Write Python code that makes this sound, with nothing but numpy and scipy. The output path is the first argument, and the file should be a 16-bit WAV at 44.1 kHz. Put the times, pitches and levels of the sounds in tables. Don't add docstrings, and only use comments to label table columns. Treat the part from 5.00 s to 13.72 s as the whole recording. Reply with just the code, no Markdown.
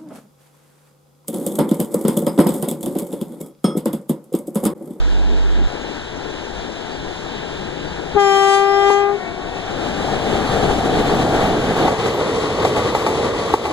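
import sys
import numpy as np
from scipy import signal
from scipy.fft import rfft, irfft
from scipy.io import wavfile
from scipy.ndimage import uniform_filter1d

SR = 44100
rng = np.random.default_rng(int(sys.argv[2]) if len(sys.argv) > 2 else 0)


def wav_record(signal):
    frames = np.transpose(np.atleast_2d(signal))
    bounded = np.clip(frames, -1, 1)
    quanta = np.round(bounded * 32767).astype(np.int16)
    wavfile.write(sys.argv[1], SR, quanta)


N = 384552
T = np.arange(N) / SR
HZ = np.maximum(np.fft.rfftfreq(N, 1 / SR), 1)


def from_db(db):
    return 10 ** (np.asarray(db) / 20)


def rms_one(x):
    return x / np.sqrt(np.mean(x ** 2) + 1e-20)


def in_time(rows, t=T):
    s, *columns = np.transpose(rows)
    return [np.interp(t, s, c) for c in columns]


def at_hz(points, hz):
    f, value = np.transpose(points)
    return np.interp(np.log(hz), np.log(f), value)


def drift(rate, t=T):
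    knots = rng.standard_normal(4096)
    return np.interp(t * rate, np.arange(len(knots)), knots)


def cut(x, hz, kind, order=2):
    return signal.sosfilt(signal.butter(order, hz, kind, fs=SR, output="sos"), x)


def band_noise(low_hz, high_hz, shape=N):
    return rms_one(cut(rng.standard_normal(shape), [low_hz, high_hz], "band"))


def smooth(x, seconds):
    r = np.exp(-1 / (seconds * SR))
    return signal.lfilter([1 - r], [1, -r], x)


def sides(balance, share=1):
    ratio = from_db(share * at_hz(balance, HZ))
    return np.array([ratio, np.ones_like(ratio)]) * np.sqrt(2 / (1 + ratio ** 2))


# frequency in Hz, relative level in dB per Hz.
FAR_COLOUR = [(20, -1), (45, -0.5), (120, -6), (190, -2), (400, 2.5), (550, -3), (850, -3), (1150, -13),
              (1600, -8.5), (2250, -15.5), (2700, -12.5), (3400, -13.5), (3900, -13), (4500, -22),
              (5100, -21.5), (5700, -25), (6800, -26), (10000, -40), (15500, -60)]
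LOCOMOTIVE_COLOUR = [(20, -4.5), (40, -4.5), (100, -4), (220, 0), (460, -1), (580, -4), (780, 0),
                     (1050, -14), (1600, -13), (2250, -18), (2700, -18), (3200, -17.5), (3900, -19.5),
                     (5000, -27.5), (7200, -30), (10000, -37.5), (15500, -54.5)]
COACH_COLOUR = [(20, -20), (90, -4.5), (190, -7), (350, -3), (470, 0.5), (600, -4.5), (810, -9),
                (1000, -10), (1180, -12.5), (1600, -18), (3800, -18.5), (5000, -26), (7200, -30),
                (10000, -37), (15500, -59)]
# frequency in Hz, likeness from 0 to 1.
FAR_LIKENESS = [(40, .24), (130, 0.76), (400, 0.93), (550, .5), (800, 0.84), (1400, 0.82), (1900, 0.97),
                (2250, 0.58), (2600, 1), (2850, 0.96), (3250, 0.27), (3600, 0.98), (4150, 0.63),
                (4480, 0.44), (4900, .88), (5500, 0.79), (6300, .66), (7400, .88), (7800, 0.47),
                (8400, .99), (9200, 1), (15000, 0.96)]
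# frequency in Hz, difference in dB.
ALONGSIDE = [(60, 1.5), (700, 0), (1400, 2.5), (2050, 5.5), (2600, -0.5), (5000, 6.5), (10000, 1)]
# frequency in Hz, width in Hz, boost in dB.
TRACK_RESONANCES = [(440, 61, 4.5), (780, 34, 1), (1156, 200, 4.5)]
WHEEL_RINGS = [(1970, 200, 4.5), (8000, 150, 3)]
# time in seconds, level in dB.
ROAR = [(0, -33.5), (3.0, -33), (4.3, -34.5), (4.74, -28.5), (4.85, -25.5), (5.02, -25), (5.15, -22.5),
        (5.45, -19.5), (5.93, -19.5), (6.0, -18.5), (6.15, -18), (6.22, -20.5), (6.3, -17), (6.41, -16.5),
        (6.61, -20), (6.78, -17.5), (6.88, -19.5), (6.95, -24), (7.1, -22.5), (7.8, -20), (8.02, -22.5),
        (8.25, -22), (8.47, -23.5), (8.72, -19.5)]
RUN_UP_S, RUN_OFF_S, RUN_UP_DB = 0.017, 0.008, 5
SLEEPER_HZ = 42.8


def rolling(far_db=4.0, loco_db=0.68, coach_db=1.37, sleeper_depth=0.027, shake_db=1.18,
            waver_db=0.42, hiss_evenness=0.21):
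    roar, = in_time(ROAR)
    roar = roar + waver_db * drift(8)
    for s, db in axles():
        distance = np.maximum((s - T) / RUN_UP_S, (T - s) / RUN_OFF_S).clip(max=20)
        roar = roar + RUN_UP_DB * from_db(db) * np.exp(-distance)
    # far rush to locomotive, ahead to alongside, locomotive to coaches (start and end in s)
    fades = [(3.8, 5.39), (5.5, 6.42), (6.8, 7.05)]
    near, beside, behind = [np.clip((T - a) / (b - a), 0, 1) for a, b in fades]
    ringing = boosts(TRACK_RESONANCES)
    engine = from_db(at_hz(LOCOMOTIVE_COLOUR, HZ)) * ringing
    coach = from_db(at_hz(COACH_COLOUR, HZ)) * ringing * boosts(WHEEL_RINGS)

    far = from_db(far_db) * rush(from_db(at_hz(FAR_COLOUR, HZ)), ahead(share=1.0), FAR_LIKENESS)
    loco_ahead = np.sqrt(1 - beside) * rush(engine, ahead(share=0.59))
    loco_beside = np.sqrt(beside) * rush(engine, sides(ALONGSIDE))
    loco = from_db(loco_db) * (loco_ahead + loco_beside)
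    coaches = from_db(coach_db) * rush(coach, sides(ALONGSIDE))
    x = np.sqrt(1 - near) * far + np.sqrt(near * (1 - behind)) * loco + np.sqrt(behind) * coaches
    x = surges(x, low_db=1.7, high_db=0.87)

    swell_db = roar - uniform_filter1d(roar, SR // 2)
    x = x + (from_db(-hiss_evenness * swell_db) - 1) * cut(x, 1900, "high", order=1)
    throb = 1 + sleeper_depth * beside * np.sin(2 * np.pi * SLEEPER_HZ * T + drift(5.9))
    return x * throb * from_db(roar + shake_db * near * drift(28))


# frequency in Hz, likeness from 0 to 1.
PASSING_LIKENESS = [(40, 0.24), (100, 0.96), (450, 0.86), (600, 0.92), (1200, 1), (1900, 0.4), (2600, 0.91),
                    (2800, 0.93), (3250, 0.21), (3850, 0.93), (4700, 0.81), (5300, 0.61), (7800, 0.5),
                    (8300, 1), (8900, 1), (15000, 1)]


def rush(colour, ears, likeness=PASSING_LIKENESS):
    mid, side = rng.standard_normal((2, len(HZ))) + 1j * rng.standard_normal((2, len(HZ)))
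    alike = np.clip(at_hz(likeness, HZ), 0, 1)
    pair = np.sqrt(1 + alike) * mid + np.sqrt(1 - alike) * side * [[1], [-1]]
    power = 8 * np.sum(colour[(HZ > 300) & (HZ < 2000)] ** 2)
    return irfft(pair * colour * ears, N) * N / np.sqrt(power)


# frequency in Hz, difference in dB.
AHEAD = [(55, 1), (120, 6), (380, 12.5), (750, 9.5), (1300, 3.5), (1900, 2), (2250, 3.5), (2700, 0),
         (3400, -1.5), (4300, 1), (5100, 1.5), (5700, 3), (10000, -0.5)]
# frequency in Hz, lead in radians.
AHEAD_LEAD = [(40, 0.17), (120, 0.67), (400, 1.9), (600, 1.8), (900, 1.4), (1100, 0)]


def ahead(share):
    return sides(AHEAD, share) * np.exp(-1j * share * at_hz(AHEAD_LEAD, HZ) * [[0], [1]])


def boosts(resonances):
    return from_db(sum(db / (1 + (2 * (HZ - hz) / width) ** 2) for hz, width, db in resonances))


def surges(x, low_db, high_db):
    spectrum, out = rfft(x), 0
    octave = np.clip(np.log2(HZ / 90), 0, 6)
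    for k, depth_db in enumerate(np.linspace(low_db, high_db, 7)):
        band = irfft(spectrum * np.maximum(1 - abs(octave - k), 0), N)
        out = out + band * from_db(depth_db * drift(13))
    return out


# time in seconds, leading axle's relative blow in dB, trailing axle's relative blow in dB.
BOGIES = [(6.046, -21, -20), (6.347, -33, -16), (6.765, -20, -9.5), (7.06, -11.5, -17), (7.650, -3.5, -7),
          (7.950, -4.5, -5), (8.539, -3, -6.5)]
AXLE_GAP_S = .1152


def axles():
    blows = []
    for s, leading_db, trailing_db in BOGIES:
        blows += [(s, leading_db), (s + AXLE_GAP_S, trailing_db)]
    return blows


def clacks(level_db=0.1, rattle_db=-23, rattles_per_s=40, shudder_db=-15, shudder_s=0.045,
           grit_db=-26.5, crunch_db=-15, crunch_s=0.0032):
    clicks, shudder, contact = np.zeros((3, N))
    for s, db in axles():
        at = round(s * SR)
        clicks[at] = from_db(db + level_db)
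        shudder[at:] += from_db(db) * np.exp(-T[:N - at] / shudder_s)
        contact[at:] += from_db(db) * np.exp(-T[:N - at] / crunch_s)
    clicks += from_db(crunch_db) * contact * cut(rng.standard_normal(N), 1750, "low")
    clicks += from_db(shudder_db) * shudder * (rng.random(N) < 1500 / SR) * rng.standard_normal(N)
    loose = (rng.random(N) < rattles_per_s / SR) * (T > 5.8) * rng.standard_normal(N)
    grit = from_db(grit_db) * shudder * band_noise(1700, 8000)
    blows = cut(clicks + knocks() + from_db(rattle_db) * loose, [90, 6000], "band")
    return irfft(rfft(rail(blows) + grit) * sides(ALONGSIDE), N)


# frequency in Hz, relative level in dB, time to fade by 60 dB in seconds.
RAIL_MODES = [(266, -34, 0.018), (524, -12, 0.042), (842, -3.5, 0.11), (1142, -11, 0.061),
              (1510, -23.5, 0.033), (2120, -6, 0.0045), (3800, -23, 0.008)]


def rail(clicks, ground_s=0.002977, ground_db=-3):
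    out = 0
    for hz, level_db, t60 in RAIL_MODES:
        r, w = from_db(-60 / (t60 * SR)), 2 * np.pi * hz / SR
        ring = signal.lfilter([0, np.sin(w)], [1, -2 * r * np.cos(w), r * r], clicks + 1e-18)
        out = out - from_db(level_db) * ring
    return out + from_db(ground_db) * np.interp(T - ground_s, T, out)


# time in seconds, relative level in dB.
KNOCKS = [(7.017, -12), (7.146, -15), (7.180, -14), (7.212, -11), (7.437, -14), (7.512, -17), (7.604, -16),
          (7.792, -22), (7.848, -17), (7.925, -19), (8.088, -9), (8.098, -17), (8.501, -12)]
KNOCK_TOP_HZ, KNOCK_DB = 900, 2.5


def knocks():
    clicks = np.zeros(N)
    for s, db in KNOCKS:
        clicks[round(s * SR)] = from_db(db + KNOCK_DB)
    return cut(clicks + 1e-18, KNOCK_TOP_HZ, "low")


SQUEAL_HZ, SQUEAL_WIDTH_HZ, SQUEAL_HALF_S, SQUEAL_DB = 11800, 90, 0.053, -56


def squeal():
    envelope = sum(np.exp(-((T - s) / SQUEAL_HALF_S) ** 2) for s, db in axles())
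    tone = band_noise(SQUEAL_HZ - SQUEAL_WIDTH_HZ / 2, SQUEAL_HZ + SQUEAL_WIDTH_HZ / 2)
    return from_db(SQUEAL_DB) * envelope * tone


# delay in seconds, pitch ratio, relative level in dB, tilt in dB per octave.
ECHOES = [(.1, .876, -26, 0.5), (.66, .936, -29.5, 2.5), (.8, .873, -32, 1)]
# frequency in Hz, gain in dB.
ECHO_COLOUR = [(340, -10), (370, 3), (695, 3), (750, -6), (1030, -5), (1125, 4), (1500, 1.5), (1850, 1),
               (2300, 8.5)]
# frequency in Hz, difference in dB.
HORN_SIDES = [(400, 15), (800, 8), (1200, 3), (1980, 3), (2380, -7), (2780, 8), (3200, 7), (5000, 4),
              (10000, 2)]
RASP_LOW_HZ, RASP_HIGH_HZ = 3600, 9400


def horn(level_db=4.5, puff_s=3.153, puff_db=-27):
    direct, rasp = blast(0, 1, 0, flutter_db=.6, jitter=.0015, count=38)
    air = rasp * band_noise(RASP_LOW_HZ, RASP_HIGH_HZ, (2, N))
    echoes = 0
    for delay, ratio, db, tilt_db in ECHOES:
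        echo, _ = blast(delay, ratio, tilt_db, flutter_db=2.2, jitter=.005, count=7)
        echoes = echoes + from_db(db) * echo
    puff = from_db(puff_db) * rms_one(cut(rng.standard_normal(N), 400, "low"))
    puff = puff * np.exp(-((T - puff_s) / 0.017) ** 2)
    returned = rfft(blurred(echoes)) * from_db(at_hz(ECHO_COLOUR, HZ)) + rfft(scrub_echoes() + puff)
    return from_db(level_db) * (air + irfft(rfft(direct) * sides(HORN_SIDES) + returned * sides(AHEAD), N))


# multiple of the basic pitch, relative rms level in dB.
HORN_PARTIALS = [(1, -14), (2, -13.5), (3, -20), (4, -27), (5, -26), (6, -31), (7, -34), (8, -27.5),
                 (9, -38), (10, -40.5), (11, -40), (12, -42), (13, -33), (14, -40), (15, -39.5),
                 (16, -42.5), (17, -40), (18, -42), (19, -46.5), (20, -43), (22, -57), (24, -49), (27, -65),
                 (31, -64), (38, -69)]
# time in seconds, effort in dB.
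EFFORT = [(3.19, -1), (3.38, -0.67), (3.55, 0), (3.66, -2), (3.78, -2.5), (3.86, -2.5), (3.92, -1),
          (3.98, -2.5), (4.12, -5.5), (4.2, -14)]
HORN_ON_S, HORN_OFF_S, ATTACK_S, RELEASE_S = 3.138, 4.22, 0.03, 0.062
LAG_S_PER_OCTAVE, CLOSE_S_PER_OCTAVE = 0.0088, 0.034
HORN_HZ, SHARP_HZ, SETTLE_S, CREEP_HZ_PER_S = 389.2, 26.57, .08, 14.7
HORN_HITCH_S = 3.9025
BLARE, SIZZLE = 0.95, 4.2
RASP_DB = -46


def blast(delay, ratio, tilt_db, flutter_db, jitter, count):
    live = (T > HORN_ON_S + delay) & (T < HORN_OFF_S + delay)
    t = T[live] - delay
    age = t - HORN_ON_S
    pitch = HORN_HZ + SHARP_HZ * np.exp(-age / SETTLE_S) + CREEP_HZ_PER_S * age
    effort, = in_time(EFFORT, t)
    multiples, partial_db = np.transpose(HORN_PARTIALS)
    hitch = np.clip((t - HORN_HITCH_S) / .0025, 0, 1)
    phase = 2 * np.pi * np.cumsum(ratio * pitch * (1 + jitter * drift(250, t))) / SR
    tone, rasp = np.zeros((2, N))
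    for k in range(1, count + 1):
        top = np.interp(k, [4, 13, 28], [0, 1, 1.5])
        octave = np.log2(k)
        brightness = (min(k - 1, 1) * (1 - top) * BLARE + top * SIZZLE) * effort + tilt_db * octave
        attack = np.clip((age - LAG_S_PER_OCTAVE * octave) / ATTACK_S, 0, 1) ** 2
        release = np.clip((HORN_OFF_S - CLOSE_S_PER_OCTAVE * octave - t) / RELEASE_S, 0, 1)
        flutter = flutter_db * (1 + 4.5 * top) * (1.1 * drift(11, t) + .8 * drift(60, t))
        wander = rng.normal(0, 0.33) + .02 * k * drift(70, t)
        skip = 2 * np.pi * hitch * ((.24 * k + .5) % 1 - .5)
        level = from_db(np.interp(k, np.round(multiples), partial_db) + effort + brightness + flutter)
        tone[live] += np.sqrt(2) * attack * release * level * np.sin(k * phase + skip + wander)
    rasp[live] = attack * from_db(RASP_DB + SIZZLE * effort) * (1 + np.cos(phase))
    return tone, rasp


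def scrub_echoes(level_db=-32.5, tilt_db=-7, first_s=.3, last_s=0.55, low_ratio=.885, high_ratio=0.99,
                 count=6):
    delays = rng.permutation(np.linspace(first_s, last_s, count))
    ratios = np.linspace(low_ratio, high_ratio, count)
    return from_db(level_db) * sum(blast(delay, ratio, tilt_db, flutter_db=2.2, jitter=0.01, count=2)[0]
                                   for delay, ratio in zip(delays, ratios))


BLUR_T60_S, BLUR_DB, BLUR_TOP_HZ = .8, -2, 900


def blurred(x):
    tail = rng.standard_normal(SR) * from_db(-60 * T[:SR] / BLUR_T60_S)
    reflected = signal.fftconvolve(x, tail / np.linalg.norm(tail))[:N]
    return x + from_db(BLUR_DB) * cut(reflected, BLUR_TOP_HZ, "low")


# start in seconds, start pitch in Hz, end pitch in Hz, length in seconds, level in dB.
WHISTLES = [(0.788, 6650, 6650, .07, -49), (1.88, 4430, 4720, 0.11, -43), (2.84, 4600, 4530, .08, -44)]
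CHIRP_START_S, CHIRP_GAP_S, CHIRP_LENGTH_S = 1.145, 0.14, 0.049
CHIRP_HZ, CHIRP_END_HZ, CHIRP_DB = 6650, 5440, -45


def bird(count=5):
    chirps = [(CHIRP_START_S + k * CHIRP_GAP_S, CHIRP_HZ, CHIRP_END_HZ, CHIRP_LENGTH_S, CHIRP_DB)
              for k in range(count)]
    out = np.zeros(N)
    for s, start_hz, end_hz, length, db in chirps + WHISTLES:
        n, at = int(length * SR), int(s * SR)
        phase = 2 * np.pi * np.cumsum(np.linspace(start_hz, end_hz, n)) / SR
        out[at:at + n] += from_db(db) * np.hanning(n) * np.sin(phase)
    return out


# peak time in seconds, level in dB, half length in seconds, low edge in Hz, high edge in Hz.
SWELLS = [(0.336, -27.5, .034, 168, 432), (.6, -30, 0.039, 168, 426), (2.903, -38.5, .9, 134, 199)]


def swells():
    rumble = 0
    for s, db, half_s, low_hz, high_hz in SWELLS:
        envelope = np.exp(-((T - s) / half_s) ** 2)
        rumble = rumble + from_db(db) * envelope * band_noise(low_hz, high_hz)
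    return irfft(rfft(rumble) * sides(AHEAD), N)


def hum(hz=47.3, stop_s=.68):
    tone = np.sin(2 * np.pi * hz * T) * np.clip((stop_s - T) / 0.0074, 0, 1) * from_db(.5 * drift(7.8))
    return tone * [[from_db(-12.2)], [-from_db(-9.3)]]


def scene():
    return rolling() + clacks() + squeal() + horn() + bird() + swells() + hum()


LIMIT_DB, SENSE_S, DUCK_S, RECOVER_DB_PER_S = -10.5, 0.0026, 0.0061, 13


def gain_control(x):
    power = smooth(np.mean(x ** 2, axis=0), SENSE_S)
    over_db = np.maximum(10 * np.log10(power + 1e-12) - LIMIT_DB, 0)
    held_db = np.maximum.accumulate(over_db + RECOVER_DB_PER_S * T) - RECOVER_DB_PER_S * T
    return x * from_db(-smooth(held_db, DUCK_S))


# frequency in Hz, lead in radians.
PORT_PHASE = [(0, 0), (250, 0), (560, -.55), (1050, -.4), (1550, .3), (2100, 2.4), (2600, 3.1), (3100, 3.2),
              (3500, 6.1), (4200, 6.5), (5100, 8.8), (7200, 12.6), (9300, 18.8), (12000, 25.1), (16000, 33)]
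CUTOFF_HZ = 15500


def record(dry):
    lead = np.interp(HZ, *np.transpose(PORT_PHASE))
    right = irfft(rfft(dry[1]) * np.exp(-1j * lead), N)
    pair = np.clip(gain_control(np.array([dry[0], right])), -1, 1)
    return signal.sosfilt(signal.ellip(10, .1, 90, CUTOFF_HZ, fs=SR, output="sos"), pair)


dry = scene()
out = record(dry)
wav_record(out)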